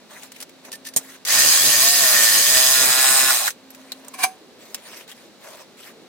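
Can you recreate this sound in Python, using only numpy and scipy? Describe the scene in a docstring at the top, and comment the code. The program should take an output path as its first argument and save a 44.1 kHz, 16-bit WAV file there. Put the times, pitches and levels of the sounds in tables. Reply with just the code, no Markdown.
"""Close two-port microphone over a gritty floor: still air, an uneven distant rumble, a hum that comes and goes.
Shoes, clothes and cable scuff the grit (filtered noise) and small clicks fall; the blade taps along the edge, then
the jigsaw's steel shoe clacks onto a cast aluminium housing (noise bursts ringing in modes of the metal).
From 1.3 to 3.5 s it cuts at a changing speed: rasp, rattle, gear and whine follow one stroke angle, with squeals.
Coasting, it leaves the slot; a clank on the casting near 4.2 s, clicks and scuffs follow."""
import sys
import numpy as np
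from scipy import signal
from scipy.fft import rfft, irfft
from scipy.io import wavfile
from scipy.ndimage import uniform_filter1d

SR = 44100
rng = np.random.default_rng(int(sys.argv[2]) if len(sys.argv) > 2 else 0)


def digitize_waveform(pressure):
    """Quantize a signal to 16-bit integers and store it at the path in sys.argv[1].

    Rows of a 2-D input are taken as channels; values are limited to [-1, 1].
    """
    field = np.atleast_2d(pressure).T
    bounded = np.clip(field, -1, 1)
    quanta = np.round(bounded * 32767).astype(np.int16)
    wavfile.write(sys.argv[1], SR, quanta)


N = 268125
T, HZ = np.arange(N) / SR, np.fft.rfftfreq(N, 1 / SR)
OFF_S, OUT_S = 3.29, 3.485  # the trigger is let go, the blade leaves the slot
FAST_HZ = 127  # blade strokes a second at which the cut runs steadily


def amp(db):
    """Decibels to gain."""
    return np.exp(np.asarray(db) * (np.log(10) / 20))


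def unit(x):
    """Scales to rms 1."""
    return x / np.sqrt(np.mean(x ** 2) + 1e-20)


def read(points, hz=HZ):
    """Reads a spectrum table along a log-frequency axis."""
    f, value = np.transpose(points)
    return np.interp(np.log(hz + 1), np.log(f + 1), value)


def since(s):
    """Seconds gone by after a moment, zero before it."""
    return np.maximum(T - s, 0)


def swell(start, end, edge=.25):
    """Rises, holds and falls between two moments; each edge takes a share of the length."""
    u = (T - start) / (end - start)
    return np.sin(np.pi / 2 * np.clip(np.minimum(u, 1 - u) / edge, 0, 1)) ** 2


def panned(db):
    """Gains of the two channels for a left-minus-right level."""
    return amp(np.array([[db], [-db]]) / 2)


def wander(hz):
    """Slow random drift of rms 1, with little movement faster than the given rate."""
    real, imag = rng.standard_normal((2, len(HZ) // 4))
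    return unit(irfft((real + 1j * imag) / (1 + (HZ[:len(real)] / hz) ** 4), N))


def colour(x, gain):
    """Filters by a gain for every frequency, to rms 1."""
    return unit(irfft(rfft(x) * gain, N))


def humps(modes):
    """Gain of a set of resonances (f/Hz, width/Hz, level/dB), rms 1."""
    return unit(np.sqrt(sum(amp(db) ** 2 / (1 + (2 * (HZ - hz) / width) ** 2) ** 2 for hz, width, db in modes)))


def ports(pair, likeness=1.):
    """Two unrelated signals become what the left and right microphone ports pick up."""
    # what the ports share: (f/Hz, likeness before scaling)
    port_likeness = [(60, 0.78), (130, 1), (290, 0.84), (640, 1), (1410, 0.95), (3100, 0.7), (6820, 0.024),
                     (15000, 0.44)]
    # phase between the ports: (f/Hz, left leads by/rad)
    port_lead = [(0, -3), (1890, 0.33), (3270, 1.72), (4820, 1.5), (5080, 3), (6630, -2), (8180, 6),
                 (8700, 11.5), (9650, 9.5), (12000, -0.5), (12900, 10.5), (15100, -3), (15800, -10.5),
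                 (16600, 45)]
    # balance of the ports: (f/Hz, left minus right level/dB)
    port_tilt = [(60, -6.5), (110, -1.5), (200, -0.5), (380, 0), (700, -0.5), (1290, -0.5), (2380, 0.0),
                 (4400, -0.5), (8120, -1.5), (15000, 0)]
    a, b = rfft(pair)
    same = np.clip(read(port_likeness) * likeness, 0, 1)
    side = amp(read(port_tilt) / 2) * np.exp(.5j * read(port_lead))
    left = a * side
    right = (same * a + np.sqrt(1 - same ** 2) * b) / side
    return irfft(np.array([left, right]), N)


def hiss(likeness=0.42):
    """White noise at both ports."""
    return ports(rng.standard_normal((2, N)), likeness)


def tearing(x, patchy_db, rate_hz):
    """Uneven grains or chips: each band of the sound flares and fades by itself."""
    z = signal.stft(x, nperseg=256, noverlap=192)[2]
    field = uniform_filter1d(rng.standard_normal(z.shape[1:]), size=5, axis=0)
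    field = uniform_filter1d(field, size=max(1, round(SR / rate_hz / 64)), axis=1)
    return signal.istft(z * amp(patchy_db * unit(field)), nperseg=256, noverlap=192)[1][:, :N]


def background():
    """Still air and an uneven distant rumble are filtered noise; the faint hum is a wavering sine."""
    # colour of the still air: (f/Hz, relative level/dB per Hz)
    air_colour = [(18, -68.5), (30, -24.5), (138, -7), (245, 6.5), (295, -5.5), (526, 0), (1130, -7.5),
                  (1960, -8.5), (3220, -9.5), (4080, -6), (4420, -9.5), (9460, -19), (11700, -24),
                  (13000, -22), (16000, -26)]
    # the hum comes and goes: (start t/s, end t/s, level/dB)
    hum_swells = [(.1, .75, -59.5), (.6, 1.28, -53.5), (3.48, 4.28, -52)]
    air = amp(-50.5) * colour(hiss(0.71), amp(read(air_colour)))
    low_cut = HZ ** 2 / (HZ ** 2 + 150 ** 2)
    rumble = colour(hiss(1.0), humps([(360, 380, 0)]) * low_cut)
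    low = amp(-56.0 + 3.1 * wander(6.1)) * rumble
    hum = unit(np.sin(2 * np.pi * np.cumsum(263 + 1.95 * wander(5.3)) / SR))
    presence = sum(amp(db) * swell(start, end) for start, end, db in hum_swells)
    return air + low + presence * amp(1.0 * wander(8.7)) * hum


def scuffs():
    """Shoes, clothes and cable drag softly over grit: grainy noise, part gritty and part dull rubbing."""
    # colour of grit underfoot: (f/Hz, relative level/dB per Hz)
    grit_colour = [(300, -30), (600, -12), (1100, -8), (1900, -3.5), (4400, -8.5), (9000, -10),
                   (12000, -13), (16000, -16.5)]
    # resonances of dull rubbing: (f/Hz, width/Hz, relative level/dB)
    rub_modes = [(600, 140, 0), (992, 350, -10)]
    # single drags: (start t/s, end t/s, level/dB, share of dull rubbing 0-1)
    drags = [(.073, 0.302, -43.5, 0.02), (0.32, .447, -49.5, 0), (0.63, 0.707, -46.5, 0.2),
             (0.938, 1.206, -43.5, .01), (3.626, 4.265, -51, 0.45), (4.555, 4.854, -47.5, 0.14),
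             (4.802, 5.068, -42, 0.03), (5.075, 5.143, -42, 0), (5.12, 5.295, -52, 0),
             (5.38, 5.668, -43.5, 0.33), (5.752, 5.94, -45, 0)]
    grains = hiss(0.75) * amp(2.0 * wander(820) + 1.1 * wander(54))
    grains = tearing(grains, patchy_db=3.5, rate_hz=30)
    gritty = colour(grains, amp(read(grit_colour)))
    dull = colour(grains, humps(rub_modes))
    out = np.zeros((2, N))
    for start, end, db, share in drags:
        at = np.arange(round(start * SR), round(end * SR))
        stroke = amp(db) * signal.windows.tukey(len(at), .5)
        out[:, at] += stroke * (np.sqrt(1 - share) * gritty[:, at] + np.sqrt(share) * dull[:, at])
    return out


def clicks(level_db=1.2, ring_width_hz=350, click_t60=0.044, kick_t60=.04, rise_s=0.00081):
    """Tool, grit and the blade kicking in its slot: each click is a dry crack with one short ring."""
    # tool and grit: (t/s, level/dB before level_db, ring f/Hz, ring share 0-1, left minus right level/dB)
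    small_clicks = [(.2325, -33, 8290, .05, 1), (0.318, -33.5, 7970, 0, 3), (.3614, -37, 2420, .5, .5),
                    (.402, -29.5, 9800, 0.24, 1), (0.412, -31, 9600, 0.4, 0),
                    (0.425, -27.5, 5770, 0.08, 1.5), (.493, -42, 1840, 0.05, 3), (.6494, -36, 2160, .4, -2),
                    (3.5034, -24, 6260, 0.2, 0), (3.704, -36.5, 11900, 0.64, -4),
                    (3.747, -37, 1780, .24, 0), (3.9188, -21, 4100, 0.72, -1.5), (4.0465, -41, 1700, 0, 0),
                    (4.7443, -20, 5360, .14, 1), (5.0774, -37.5, 3950, .6, 4),
                    (5.1141, -34, 3300, 0.56, 1.5)]
    # the blade kicks in the slot: (t/s, level/dB before level_db, ring f/Hz, ring share 0-1)
    slot_kicks = [(1.272, -21, 6370, 0.1), (2.039, -15, 1860, .7), (2.04, -18.5, 4250, 1),
                  (3.304, -12, 1410, 0.27), (3.468, -18, 1750, 0), (3.478, -12.5, 1640, 0.8)]
    # colour of the dry crack: (f/Hz, relative level/dB per Hz)
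    crack_colour = [(290, -48), (500, -1), (974, -6), (2040, -0.5), (2930, 0.5), (3340, 0.5), (8210, 1.5),
                    (12000, -3), (16000, -3.5)]
    crack = colour(hiss(), amp(read(crack_colour)))
    shimmer = np.array([wander(ring_width_hz), wander(ring_width_hz)])
    out, t = np.zeros((2, N)), T[:SR // 6]
    events = [(*row, click_t60) for row in small_clicks] + [(*row, 0, kick_t60) for row in slot_kicks]
    for s, db, hz, share, pan_db, t60 in events:
        at = round(s * SR) + np.arange(len(t))
        ring = unit(shimmer[:, at] * np.sin(2 * np.pi * hz * t))
        envelope = (1 - np.exp(-t / rise_s)) * amp(db + level_db - 60 * t / t60)
        out[:, at] += panned(pan_db) * envelope * (np.sqrt(1 - share) * crack[:, at] + np.sqrt(share) * ring)
    return out


def blows(rows, spectrum, modes, scrape_db, ring_db, likeness):
    """A short scraping contact swells and dies; the struck metal rings on in its modes."""
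    force = 0
    for s, db, rise, t60 in rows:
        away = abs(T - s)
        force = force + amp(db) * np.where(T < s, np.exp(-away / rise), amp(-60 * away / t60))
    noise, t = hiss(likeness), T[:SR // 3]
    ring = sum(amp(db - 60 * t / t60) * np.cos(2 * np.pi * hz * t) for hz, db, t60 in modes)
    ring = ring / np.linalg.norm(ring)
    ringing = signal.fftconvolve(noise * force, ring[None], axes=1)[:, :N]
    scrape = force * colour(noise, amp(read(spectrum)))
    return amp(scrape_db) * scrape + amp(ring_db) * ringing


def taps():
    """The blade taps and slides along the edge and rings in its own modes."""
    # contacts: (t/s, relative level/dB, scrape rise/s, scrape t60/s)
    contacts = [(.719, -34.5, 0.001, 0.014), (.729, -35.5, 0.0024, 0.082), (.756, -43.5, .002, 0.017),
                (.852, -44.5, .002, 0.036), (.871, -37, 0.0077, 0.064), (.888, -40.5, .001, .03),
                (.938, -43.5, .001, 0.052), (1.251, -29.5, 0.00029, 0.061)]
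    # colour of the scrape: (f/Hz, relative level/dB per Hz)
    scrape_colour = [(470, -43), (800, -17), (1370, -15), (1850, -10), (2600, -7.5), (4860, -4.5),
                     (5240, -5), (8770, -8), (14100, -12), (16000, -22)]
    # modes of the blade: (f/Hz, relative level/dB, t60/s)
    blade_modes = [(1794, 0.5, 0.065), (4880, -0.5, 0.044), (5950, -1, .08), (8700, -2, 0.053),
                   (9400, -2.5, 0.12), (13770, -8, .1)]
    return blows(contacts, scrape_colour, blade_modes, scrape_db=6.0, ring_db=0.5, likeness=0.68)


def clacks():
    """The steel shoe lands on the casting and rings."""
    # contacts: (t/s, relative level/dB, scrape rise/s, scrape t60/s)
    contacts = [(.963, -14, 0.00044, 0.049), (.972, -19.5, 0.0014, 0.058), (4.083, -35.5, 0.00024, 0.028)]
    # colour of the scrape: (f/Hz, relative level/dB per Hz)
    scrape_colour = [(59, -54), (100, -19), (1080, -16.5), (1420, -39), (1830, -19.5), (2470, -20),
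                     (2750, -35), (3050, -17.5), (4570, -18.5), (6990, -8.5), (9020, -5), (10200, -18),
                     (14100, -9), (16000, -34)]
    # modes of the shoe: (f/Hz, relative level/dB, t60/s)
    shoe_modes = [(3980, -9, 0.11), (5840, -17, 0.1), (6830, 11, 0.04), (8500, -26, 0.08),
                  (8690, 14, 0.013), (9631, -35, 0.045)]
    return blows(contacts, scrape_colour, shoe_modes, scrape_db=3.5, ring_db=-4.5, likeness=0.55)


def cutting(snag_rough=0.46, coast_hz_per_s=157, coast_rough_per_s=15.0):
    """The state of the cut: stroke rate, share of the lighter cut, extra rattle of snags in dB, roughness."""
    # motor speed with the trigger held: (t/s, stroke rate f/Hz before jitter)
    held_speed = [(1.25, 45), (1.4, 66), (1.5, 81), (1.61, 84), (1.68, 102), (1.85, 137), (1.92, 142),
                  (2.0, 140), (2.08, 126), (2.19, 114.5), (2.39, 108), (2.52, 127), (2.72, 131),
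                  (2.82, 130), (2.9, 125.5), (3.0, 131), (3.15, 133.8), (3.28, 132.6)]
    # the teeth snag, rattle harder and lose their rhythm: (start t/s, end t/s, extra rattle level/dB)
    snag_spans = [(1.38, 1.41, 4), (1.996, 2.06, 2), (2.105, 2.17, 3), (2.814, 2.92, 5.5)]
    coasting_s = since(OFF_S) - since(OUT_S)
    speed = np.interp(T, *np.transpose(held_speed)) - coast_hz_per_s * coasting_s
    late = .75 * (1 + np.tanh((T - 2.8) / .13)) / 2  # the cut lightens around 2.8 s
    snag = sum(db * swell(start, end, edge=0.37) for start, end, db in snag_spans)
    # ragged at low speed, steadier at high speed
    rough = np.interp(speed, [96, FAST_HZ], [0.63, 0.36])
    rough = rough + snag_rough * snag / snag.max() + coast_rough_per_s * since(OFF_S)
    return speed, late, snag, np.clip(rough, 0, 1)


def each_stroke(phases, angle):
    """A pattern that repeats on every stroke, from the phases of its harmonics (one row a port)."""
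    cycle = irfft(np.exp(1j * phases) * (np.arange(phases.shape[1]) > 0), 8192)
    place = (angle / (2 * np.pi) % 1 * cycle.shape[1]).astype(int)
    return unit(ports(cycle[:, place], likeness=1.09))


def rasping(passing, chips, bite, late, rough, repeat=0.49, ring_share=0.18, low_hz=2100):
    """Teeth drag through metal: part of the noise repeats each stroke and excites saw and casting."""
    # rasp with the teeth deep in the metal, then near the end of the cut: (f/Hz, relative level/dB per Hz)
    rasp_deep = [(240, -48), (400, -25), (655, 6.5), (964, -4), (1070, 7), (1330, -9), (1840, -2.5),
                 (2050, -11), (3690, -8.5), (4880, -7), (5600, -8.5), (6440, -4.5), (7400, -9),
                 (13300, -10.5), (16000, -12.5)]
    rasp_late = [(240, -46), (400, -0.5), (579, -26), (655, 19.5), (852, -7), (1040, 16), (1250, 10),
                 (1680, 0), (2800, -5), (3990, -2), (4440, -6), (5030, -2), (7400, -10), (8370, -2.5),
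                 (16000, -9)]
    # narrow resonances of saw and casting, deep and late: (f/Hz, width/Hz, relative level/dB)
    ring_deep = [(1834, 75, -9), (3150, 105, -9.5), (4150, 74, -5), (4930, 120, -0.5), (6230, 58, -1.5),
                 (6660, 92, -3), (7940, 144, -2), (8510, 126, -4.5), (9500, 190, -5.5), (10850, 120, -5.5),
                 (13370, 380, -6)]
    ring_late = [(2480, 240, -3.5), (3970, 260, -1), (6310, 130, -1.5), (7020, 250, -0.5),
                 (7740, 290, -0.5), (8570, 240, 3.5), (13200, 1040, -8.5)]
    alike = repeat * (1 - rough)
    teeth = (np.sqrt(alike) * passing + np.sqrt(1 - alike) * chips) * bite
    teeth = tearing(teeth, patchy_db=1.5, rate_hz=39)

    def through(spectrum, modes):
        """Teeth noise through a broad colour and a set of resonances."""
        broad = unit(amp(read(spectrum)))
        return colour(teeth, np.sqrt((1 - ring_share) * broad ** 2 + ring_share * humps(modes) ** 2))

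    mixed = (1 - late) * through(rasp_deep, ring_deep) + late * through(rasp_late, ring_late)
    low_cut = 1 / np.sqrt(1 + (low_hz / HZ.clip(1)) ** 6)
    return colour(mixed, low_cut) * amp(.5 * wander(15))


def knocking(passing, bite, angle, late, rough, jolt_share=0.47):
    """Stroke jolts mix with irregular chatter as the cut gets rougher."""
    # as the cut lightens, the loose parts land together in one smeared jolt a stroke
    jolts = each_stroke(-.09 * np.array([np.arange(34)] * 2) ** 2, angle)
    loose = jolt_share * late
    regular = (np.sqrt(loose) * jolts + np.sqrt(1 - loose) * passing) * amp(1.2 * wander(50))
    chatter = unit(tearing(hiss() * bite, patchy_db=3.0, rate_hz=30))
    knock = np.sqrt(1 - rough) * regular + np.sqrt(rough) * chatter
    return tearing(knock, patchy_db=3.5, rate_hz=16)


def rattling(knock, late):
    """The jolts ring in saw and casting, whose resonances shift in balance late in the cut."""
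    # (f/Hz, width/Hz, relative level/dB deep in the cut, relative level/dB late in the cut)
    body = np.array([(622, 122, 4, -11), (769, 150, -1.5, 4), (864, 65, 1, 6), (1066, 110, -3.5, 4.5),
                     (1247, 110, -3.5, -6), (1444, 110, 2.5, 9.5), (1700, 144, -12, 14),
                     (1910, 190, -33, 8), (2370, 180, -1, 1)])
    deep = colour(knock, humps(body[:, :3]))
    light = colour(knock, humps(body[:, [0, 1, 3]]))
    return unit((1 - late) * deep + late * light)


def gearing(angle, speed, late, rough):
    """Gear mesh sings at five cycles a stroke, louder with speed and load."""
    mesh = [np.sin(5 * angle + 0.41 * wander(40)) * amp(3.8 * wander(26)) for _ in range(2)]
    level = -39.5 + 15 * np.log2((speed + 1) / FAST_HZ) - 28 * late - 6 * rough
    return amp(level) * unit(ports(mesh))


def whining(angle, speed, rough, order=39, peak_hz=5000, peak_width_hz=300):
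    """The motor whines at 39 cycles a stroke, swelling as it speeds up and as it crosses a resonance."""
    drift = 2 * np.pi * np.cumsum(speed * .016 * rough * wander(150)) / SR
    whine = unit(np.sin(order * (angle + drift)) * (1 + np.array([wander(50), wander(43)])))
    gain_of_speed = uniform_filter1d(np.gradient(speed) * SR, size=2048)
    effort = np.clip(gain_of_speed / 150, 0, 1)  # full at 150 strokes a second gained each second
    resonance = 1 / (1 + (2 * (order * speed - peak_hz) / peak_width_hz) ** 2)
    return amp(-34 + 2.5 * effort + 4.5 * resonance) * whine


def saw(on_s=1.2605):
    """Each stroke drags teeth through the metal and jolts saw and casting; gear and motor sing above it."""
    # the blade binds in the slot and rings: (start t/s, end t/s, level/dB)
    binds = [(1.3, 1.356, -41), (1.858, 1.967, -32), (2.129, 2.185, -27), (2.234, 2.453, -27.5),
             (2.468, 2.752, -35.5)]
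    # low shaking: (f/Hz, relative level/dB per Hz)
    shake_colour = [(12, -42), (20, -10.5), (118, -8), (187, -8), (248, -5), (506, -5.5), (559, -7),
                    (600, -12), (780, -13), (1320, -120)]
    speed, late, snag, rough = cutting()
    angle = 2 * np.pi * np.cumsum(speed * (1 + 0.00201 * wander(26.7))) / SR
    # the same teeth pass on every stroke; the bite throbs more as the cut lightens
    passing = each_stroke(2 * np.pi * rng.random((2, 128)), angle)
    chips = hiss()
    bite = 1 + (0.11 + 0.07 * late) * (np.cos(angle) + np.cos(2 * angle))
    rasp = rasping(passing, chips, bite, late, rough)
    knock = knocking(passing, bite, angle, late, rough)
    rattle = rattling(knock, late)
    blade = colour(knock, humps([(1830, 110, 0)]))
    binding = amp(-36.5) * (1 - late) + sum(amp(db) * swell(start, end) for start, end, db in binds)
    shake = colour(chips * bite, amp(read(shake_colour))) * amp(2.3 * wander(13))
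    # with the trigger let go, shaking, gear and whine die first, then the rasp; the rattle stays until out
    driven = amp(-41 + snag) * shake + whining(angle, speed, rough) + gearing(angle, speed, late, rough)
    driven = amp(-150 * since(OFF_S)) * driven
    rasp_level = -14.5 + 0.1 * late + 0.23 * snag - 37 * since(OFF_S)
    rattle_level = -36 + 8 * late + snag
    # the teeth bite in from 20 dB down; the freed blade falls silent fast
    contact = (T > on_s) * amp(-20 * np.exp(-since(on_s) / 0.023) - 546 * since(OUT_S))
    return contact * (amp(rasp_level) * rasp + amp(rattle_level) * rattle + binding * blade + driven)


def squeal(start, end, start_hz, end_hz, width_hz, db):
    """A fuzzy whistle that sinks as the free length of blade changes."""
    turn = 2 * np.pi * np.cumsum(np.interp(T, [start, end], [start_hz, end_hz])) / SR
    sides = [wander(width_hz) * np.cos(turn) + wander(width_hz) * np.sin(turn) for _ in range(2)]
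    return amp(db) * swell(start, end, edge=0.28) * unit(np.array(sides))


def squeals():
    """The blade squeals near the edge, then screeches in its slot: narrow noise around a sinking pitch."""
    # (start t/s, end t/s, start f/Hz, end f/Hz, width/Hz, level/dB)
    whistles = [(2.57, 2.757, 6440, 6080, 92, -27.5), (2.97, 3.28, 8620, 8270, 600, -20.5)]
    return sum(squeal(*row) for row in whistles)


def clanks():
    """The saw is put down: blows on the casting, which rings in its modes."""
    # contacts: (t/s, relative level/dB, scrape rise/s, scrape t60/s)
    contacts = [(4.141, -38.5, 0.0025, 0.098), (4.192, -38.5, 0.0051, 0.07), (4.207, -35, 0.011, 0.3),
                (4.239, -16.5, 0.0056, 0.062)]
    # colour of the scrape: (f/Hz, relative level/dB per Hz)
    scrape_colour = [(59, -65), (100, -28), (595, -37), (705, -44), (1060, 5), (1280, -21), (1610, -3),
                     (1950, -13), (2420, -8.5), (3620, -16), (4020, -10), (7450, -17.5), (8830, -8.5),
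                     (16000, -23)]
    # modes of the casting: (f/Hz, relative level/dB, t60/s)
    casting_modes = [(753, 2, 0.17), (2336, 4.5, 0.04), (4970, -25, 0.26), (6280, -4, 0.11),
                     (7257, -18, 0.081), (7994, -4, 0.056), (8450, -19, 0.098), (9200, -15, 0.12),
                     (10310, -17, 0.15), (11000, -27, 0.07), (11600, -28, 0.12)]
    return blows(contacts, scrape_colour, casting_modes, scrape_db=5.0, ring_db=0.5, likeness=0.75)


def scene():
    """The background, the handling around the cut and the cut itself, each at its left-right balance."""
    around = background() + panned(db=1.0) * scuffs() + clicks()
    knocks = panned(db=-0.3) * (taps() + clacks() + clanks())
    cut = panned(db=-0.5) * (saw() + squeals())
    return around + knocks + cut


def record(dry):
    """The recorder's band limit: a steep low-pass at 16050 Hz."""
    low_pass = signal.firwin(511, 16050, window=("kaiser", 9), fs=SR)
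    return signal.oaconvolve(dry, low_pass[None], "same")


dry = scene()
out = record(dry)
digitize_waveform(out)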